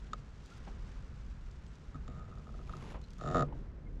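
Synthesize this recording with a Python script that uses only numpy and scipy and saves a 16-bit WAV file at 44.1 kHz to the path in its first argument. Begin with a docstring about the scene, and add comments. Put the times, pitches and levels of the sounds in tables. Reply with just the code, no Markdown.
"""Single ticks, a faint chatter, then one loud, hollow creak, over rumble, soft steps and rustling.
An outrigger canoe is being carried over grass to the water's edge, heard from its own frame.
A joint under load sticks and slips. Each slip rings the frame and the hollow hull,
and many slips in quick succession make the creak. Handling makes the frame rumble and the hull hum;
loose gear ticks, the rigging squeaks faintly, and a soft outdoor hiss lies behind it all."""
import sys
import numpy as np
from scipy.fft import rfft, irfft, next_fast_len
from scipy.io import wavfile
from scipy.ndimage import map_coordinates

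SR = 44100
rng = np.random.default_rng(int(sys.argv[2]) if len(sys.argv) > 2 else 0)


def pcm_store(signal):
    """Save signal as 16-bit PCM."""
    levels = np.round(np.clip(np.atleast_2d(signal), -1, 1) * 32767)
    wavfile.write(sys.argv[1], SR, levels.astype(np.int16).T)


N = 176400
CLOCK = np.arange(N) / SR
RING_TIME = np.arange(SR // 4) / SR  # seconds since a hit
BUMP_RISE_S = 0.0017

# the hull's modes, or natural notes: f/Hz, level/dB, t60/s (time to fade by 60 dB)
HULL_MODES = [(72.6, -19, .1), (143.6, -9.5, 0.2), (171.3, -16, 0.091), (224, -20, 0.052),
              (256, -11.5, 0.11), (310, -21, 0.09), (362.7, -15.5, 0.11), (424, -18, .06),
              (478.6, -11.5, 0.1), (507, -16.5, 0.098), (577.5, -12, 0.077), (649, -8, 0.056),
              (694, -13, 0.073), (733, -11.5, 0.056), (1690, -22.5, 0.028), (1873, -21.5, 0.032)]
# loudness of the rustling hiss: t/s, level/dB
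HISS_LEVELS = [(0, -69), (.3, -73), (.55, -66.5), (.75, -70.5), (1.3, -72.5), (1.8, -72), (2.2, -75.5),
               (2.6, -74), (3.0, -76), (3.4, -62.5), (3.5, -83.5), (3.58, -73.5), (3.68, -82.5), (4, -80)]
# tone of a tick or crackle: f/Hz, level/dB
TICK_SPECTRUM = [(1000, -24), (3500, 4), (6500, 1), (8500, -13.5), (13500, -32)]


def amp(db):
    """Decibels to gain."""
    return 10 ** (np.asarray(db) / 20)


def unit(x):
    """Scale to an average (rms) level of 1."""
    return x / np.sqrt(np.mean(x ** 2) + 1e-20)


def curve(rows):
    """One value per sample from (time, value) rows."""
    return np.interp(CLOCK, *np.transpose(rows))


def wobble(per_s):
    """A smooth curve through per_s random points a second."""
    return map_coordinates(rng.standard_normal(int(N * per_s / SR) + 4), [CLOCK * per_s])


def noise(tone, size=N):
    """Noise of rms 1, shaped by rows of f/Hz, level/dB."""
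    padded = next_fast_len(size + 1024)
    hz, db = np.transpose(tone)
    gain = amp(np.interp(np.log(np.fft.rfftfreq(padded, 1 / SR) + 1), np.log(hz), db))
    return unit(irfft(rfft(rng.standard_normal(padded)) * gain, padded))[:size]


def fade(t60):
    """Die away by 60 dB every t60 seconds."""
    return amp(-60 * RING_TIME / t60)


def onset(rise_s):
    """A rounded rise from silence."""
    return 1 - np.exp(-RING_TIME / rise_s)


def burst(tone, t60):
    """Shaped noise that dies away."""
    return noise(tone, len(RING_TIME)) * fade(t60)


def add(out, s, sound):
    """Mix a sound in at s seconds."""
    part = out[round(s * SR):][:len(sound)]
    part += sound[:len(part)]


def ring(modes, scatter_db=1.1, detune=0.002):
    """A struck body: fading sine waves of alternating sign, a little different each time."""
    out = np.zeros(len(RING_TIME))
    for k, (hz, db, t60) in enumerate(modes):
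        gain = (-1) ** k * amp(db + scatter_db * rng.standard_normal())
        pitch = hz * (1 + detune * rng.standard_normal())
        out += gain * fade(t60) * np.sin(2 * np.pi * pitch * RING_TIME)
    return out


def handling():
    """The frame rumbles, the hollow hull hums, and the boat rubs as it settles after the creak."""
    # loudness: t/s, level/dB
    rumble_levels = [(0, -46.5), (.35, -50), (.7, -46), (1.2, -45.5), (1.55, -47), (1.8, -50),
                     (2.05, -42.5), (2.4, -46.5), (2.9, -45), (3.15, -48), (3.4, -41), (3.8, -50),
                     (3.95, -41.5)]
    hum_levels = [(0, -58.5), (.15, -52.5), (.3, -57.5), (.7, -54.5), (1.3, -56.5), (1.88, -56.5),
                  (2.04, -55), (2.15, -50.5), (2.25, -54), (2.5, -53), (2.8, -50), (3.12, -56.5),
                  (3.3, -45.5), (3.51, -47), (3.6, -50.5), (3.72, -55), (4, -53.5)]
    rub_levels = [(3.35, -77), (3.47, -52.5), (3.57, -56.5), (3.68, -64), (3.85, -61), (4, -60.5)]
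    # tone: f/Hz, level/dB
    rumble_tone = [(10, -20), (25, -7), (40, 0.5), (60, -3), (80, -10), (110, -16), (250, -54), (1000, -82)]
    hum_tone = [(50, -20), (105, -8.5), (142, 0), (180, -6), (215, -7.5), (255, -12), (310, -21),
                (380, -19.5), (480, -24), (750, -36), (2000, -75)]
    rub_tone = [(150, -13), (260, 2), (420, -1), (560, -4.5), (700, -16), (1050, -16.5), (1500, -37),
                (4000, -66)]
    layers = [(rumble_levels, rumble_tone), (hum_levels, hum_tone), (rub_levels, rub_tone)]
    return sum(amp(curve(levels)) * noise(tone) for levels, tone in layers)


def outdoors(grain_db=2.1, swell_db=1.0):
    """A distant wash of sound and a fine, uneven rustling hiss."""
    # loudness: t/s, level/dB
    wash_levels = [(0, -63.5), (.4, -64.5), (.55, -61.5), (.9, -61.5), (1.3, -64.5), (1.7, -65), (2.2, -63),
                   (2.6, -69), (3.1, -66), (3.55, -64), (3.7, -66), (4, -69)]
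    # tone: f/Hz, level/dB
    wash_tone = [(150, 0.5), (300, -2.5), (390, 4), (480, -0.5), (700, -2.5), (1400, -1.5), (2100, -8.5),
                 (3200, -18), (6000, -29.5), (10000, -57)]
    hiss_tone = [(1000, -8.5), (2500, 4.5), (4000, 1.5), (6000, -0.5), (7500, -4.5), (8800, -14),
                 (10500, -20.5), (13500, -37)]
    hiss = unit(noise(hiss_tone) * amp(grain_db * wobble(220) + swell_db * wobble(22.14)))
    return amp(curve(wash_levels)) * noise(wash_tone) + amp(curve(HISS_LEVELS)) * hiss


def crackles(count=260, offset_db=-2, spread_db=3):
    """Tiny scattered crackles that follow the loudness of the hiss."""
    out, hiss_db = np.zeros(N), curve(HISS_LEVELS)
    for place, chance in rng.random((count, 2)):
        db = hiss_db[int(place * N)] + offset_db - spread_db * np.log(chance + .01)  # a few stand out
        add(out, place * N / SR, amp(db) * burst(TICK_SPECTRUM, t60=.007))
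    return out


def grass_scuff(rise_db=15.5, fall_db=32, grain_db=2.5):
    """A scuff through the grass: a grainy rustle that swells slowly and fades quickly."""
    # the swell: start/s, peak/s, end/s, peak level/dB
    swell = (2.5, 2.925, 3, -53)
    # tone: f/Hz, level/dB
    grass_tone = [(120, -13), (300, 6), (600, 2.5), (1050, 2), (1600, -6.5), (2600, -6.5), (4500, -15.5),
                  (7000, -18.5), (8800, -29.5), (10500, -26.5), (13500, -43)]
    start, peak, end, db = swell
    rising = rise_db * (peak - CLOCK) / (peak - start)
    falling = fall_db * (CLOCK - peak) / (end - peak)
    grains = unit(noise(grass_tone) * amp(grain_db * wobble(350)))
    return amp(db - np.maximum(rising, falling)) * grains


def bumps(width=1.6):
    """Steps and hands bump the boat: dull noise with a hollow note in it."""
    # t/s, level/dB, t60/s, note f/Hz, note share/dB
    hits = [(.671, -44, 0.088, 785, -10), (2.943, -44, 0.17, 1000, -9), (3.484, -53, 0.054, 960, -9),
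            (3.524, -47, 0.043, 925, 1.5)]
    # tone: f/Hz, level/dB
    dull_tone = [(70, -6), (150, 2.5), (330, -3), (520, -0.5), (800, -3.5), (1050, -9), (1500, -17),
                 (3000, -19.5), (7000, -55), (12000, -75)]
    out = np.zeros(N)
    for s, db, t60, hz, note_db in hits:
        note = burst([(hz / width, -45), (hz, 0), (hz * width, -45), (13800, -90)], t60)
        add(out, s, amp(db) * onset(BUMP_RISE_S) * (burst(dull_tone, t60) + amp(note_db) * note))
    return out


def hull_thumps():
    """Soft contacts boom in the hull, ringing mostly its low notes."""
    # t/s, level/dB, muffled above f/Hz
    hits = [(1.947, -28.5, 260), (2.084, -32.5, 280), (3.487, -30.5, 297), (3.547, -36, 450)]
    out = np.zeros(N)
    for s, db, top_hz in hits:
        muffled = [(hz, level - 10 * np.log10(1 + (hz / top_hz) ** 6), t60)
                   for hz, level, t60 in HULL_MODES]
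        add(out, s, amp(db) * onset(BUMP_RISE_S) * ring(muffled))
    return out


def gear_ticks(trim_db=-9.5):
    """Loose gear ticks lightly: short bursts of noise, some bright, some dull."""
    # t/s, level before trim/dB, brightness/dB per octave
    hits = [(.4596, -50, 8), (.5644, -50, -7), (1.512, -50, 2), (1.665, -51.5, 3), (1.7545, -52, 2),
            (2.383, -54, 3), (2.7252, -47, -9), (2.768, -47, 8), (3.0152, -49.5, 5), (3.04, -48, -5),
            (3.1054, -47.5, 1), (3.1335, -46.5, 4), (3.1834, -49, 5)]
    out = np.zeros(N)
    for s, db, brightness in hits:
        tone = [(hz, level + brightness * np.log2(hz)) for hz, level in TICK_SPECTRUM]
        add(out, s, amp(db + trim_db) * burst(tone, t60=.02))
    return out


def rigging_squeaks(width=.16):
    """The rigging rubs: noise close to one pitch briefly swells and fades."""
    # t/s, f/Hz, level/dB, length/s
    squeaks = [(1.685, 7840, -78, .025), (3.042, 4080, -63, 0.022), (3.872, 2130, -70, .025),
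               (0.528, 1380, -62, 0.035)]
    out = np.zeros(N)
    for s, hz, db, length in squeaks:
        band = [(hz * np.exp(-width), -50), (hz, 0), (hz * np.exp(width), -50)]
        swell = np.exp(-(2 * (CLOCK - s) / length) ** 2)
        out += amp(db) * swell * noise(band)
    return out


def slip(hull_db, snap_db, stretch, shell, crack):
    """The joint lets go once: a snap, then the frame sings, then the hull booms."""
    # natural notes: f/Hz, level/dB, t60/s
    frame_modes = [(1080, -20, 0.047), (1170, -16.5, 0.046), (1249.3, -1, 0.054), (1283, -8.5, 0.046),
                   (1358, -18.5, 0.029)]
    snap_modes = [(2774, -27.5, 0.024), (3050, -24, 0.024), (3584, -23, 0.023), (3860, -22, 0.019),
                  (4570, -24.5, 0.016), (5930, -31, .012), (6830, -26, 0.015), (7060, -24, .014)]
    frame_lag_s, hull_lag_s = 0.00041, 0.001216  # travel time from the joint
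    # one call per note, so the frame's notes all start in step
    frame = sum(ring([(hz, db, t60 * stretch)]) for hz, db, t60 in frame_modes)
    out = amp(snap_db) * onset(rise_s=0.00021) ** 2 * (ring(snap_modes) + crack)
    add(out, frame_lag_s, onset(rise_s=0.00076) ** 2 * frame)
    add(out, hull_lag_s, amp(hull_db) * onset(rise_s=0.0011) ** 2 * (ring(HULL_MODES) + shell))
    return out


def creak(chatter_per_s=95, scatter_db=0.5):
    """The loaded joint sticks and slips, in distinct jerks and in runs of fine chatter."""
    # t/s, strength/dB, hull share/dB, snap share/dB, stretch of the frame's ring time/factor
    slips = [(0.1325, -26, -17, 1, 0.64), (1.9448, -45.5, -1, 1, 1.3), (1.955, -45.5, -6, -6, 1.2),
             (2.0788, -43, -0.5, 6.5, 0.56), (2.099, -49.5, 1, 3, 0.91), (2.183, -51.5, 2, -2, 1),
             (2.195, -50, -4, 1, 1), (2.207, -50, -4, -4, 1), (2.2158, -52, -1, -4, 1),
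             (2.2775, -53, 4, -4, .8), (2.324, -49, -9, -8, 1.3), (2.3316, -50, -8, -9, 1.4),
             (2.3737, -49, -1, -5, .7), (2.3947, -50, -5, -6, .7), (2.469, -45.5, -1, -10, 0.8),
             (2.4903, -46.5, -4, -12, 0.91), (2.541, -48, 3, -8, 1), (2.5905, -48.5, 0, -3, 0.97),
             (2.612, -52, 0, -4, 1), (2.694, -39, -6, -3, 0.63), (2.736, -37, -9, -8, 0.71),
             (2.767, -50, 1, -3, 1.1), (2.81, -54, -7, -5, .8), (3.211, -36, 1.5, -1, .8),
             (3.2293, -46, 1, 5, 0.74), (3.2366, -37, 4.5, 0, 0.77), (3.2536, -41, 1, 1, 0.71),
             (3.2604, -33, 0.5, -4, 1), (3.274, -33.5, 2.5, 1.5, 1), (3.2796, -39.5, 1, 1, 1),
             (3.287, -34.5, 4, 2, 0.77), (3.3008, -35.5, 6, 0, 1), (3.3121, -38.5, 8, 4, 0.82),
             (3.323, -33.5, 1.5, -5, .9), (3.335, -42.5, 7.5, 5, 1), (3.3453, -23, 3.5, -6, 0.95),
             (3.3576, -26, 2.5, -1, 0.96), (3.3687, -23.5, 1.5, -1.5, 0.66), (3.3804, -26, 0, -3, 1.1),
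             (3.3932, -24, 1.5, -3.5, 1.1), (3.4069, -24.5, -1, -2.5, 0.64), (3.4223, -25, 0.5, -3, 1.04)]
    # runs of fine slips: start/s, end/s, first strength/dB, last strength/dB
    chatter = [(2.111, 2.18, -54, -54), (2.225, 2.261, -53.5, -59), (2.291, 2.318, -59, -51),
               (2.34, 2.362, -57, -62), (3.187, 3.206, -51, -51)]
    # the hull shell's many small modes, and the noisy crack of the snap: f/Hz, level/dB
    shell_tone = [(100, -18), (160, -2.5), (290, -5.5), (450, -2), (740, -1.5), (880, -15), (1030, -5.5),
                  (1350, -8), (1500, -25), (1900, -20), (2100, -25), (6000, -55)]
    crack_tone = [(300, -3), (1500, 7), (2300, -5.5), (4500, -9), (7300, -9.5), (8800, -25), (10500, -38),
                  (13500, -38.5)]
    shell = amp(-14.5) * burst(shell_tone, t60=0.077)
    crack = amp(-14.5) * burst(crack_tone, t60=0.022)
    out = np.zeros(N)
    for s, db, hull_db, snap_db, stretch in slips:
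        add(out, s, amp(db) * slip(hull_db, snap_db, stretch, shell, crack))
    for start, end, first_db, last_db in chatter:
        count = round((end - start) * chatter_per_s)
        for k in range(count):
            along = (k + rng.uniform(0, .5)) / count
            db = first_db + (last_db - first_db) * along + scatter_db * rng.standard_normal()
            fine_slip = slip(hull_db=-0.5, snap_db=1, stretch=0.88, shell=shell, crack=crack)
            add(out, start + along * (end - start), amp(db) * fine_slip)
    return out


def scene():
    """All the sounds together in one channel."""
    background = handling() + outdoors() + crackles() + grass_scuff()
    knocks = bumps() + hull_thumps() + gear_ticks()
    return (background + knocks + rigging_squeaks() + creak())[None]


def record(dry, top_hz=13800):
    """Cut away all treble above top_hz."""
    padded = next_fast_len(N + SR // 2)
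    audible = np.fft.rfftfreq(padded, 1 / SR) < top_hz
    return irfft(rfft(dry, padded) * audible, padded)[..., :N]


dry = scene()
out = record(dry)
pcm_store(out)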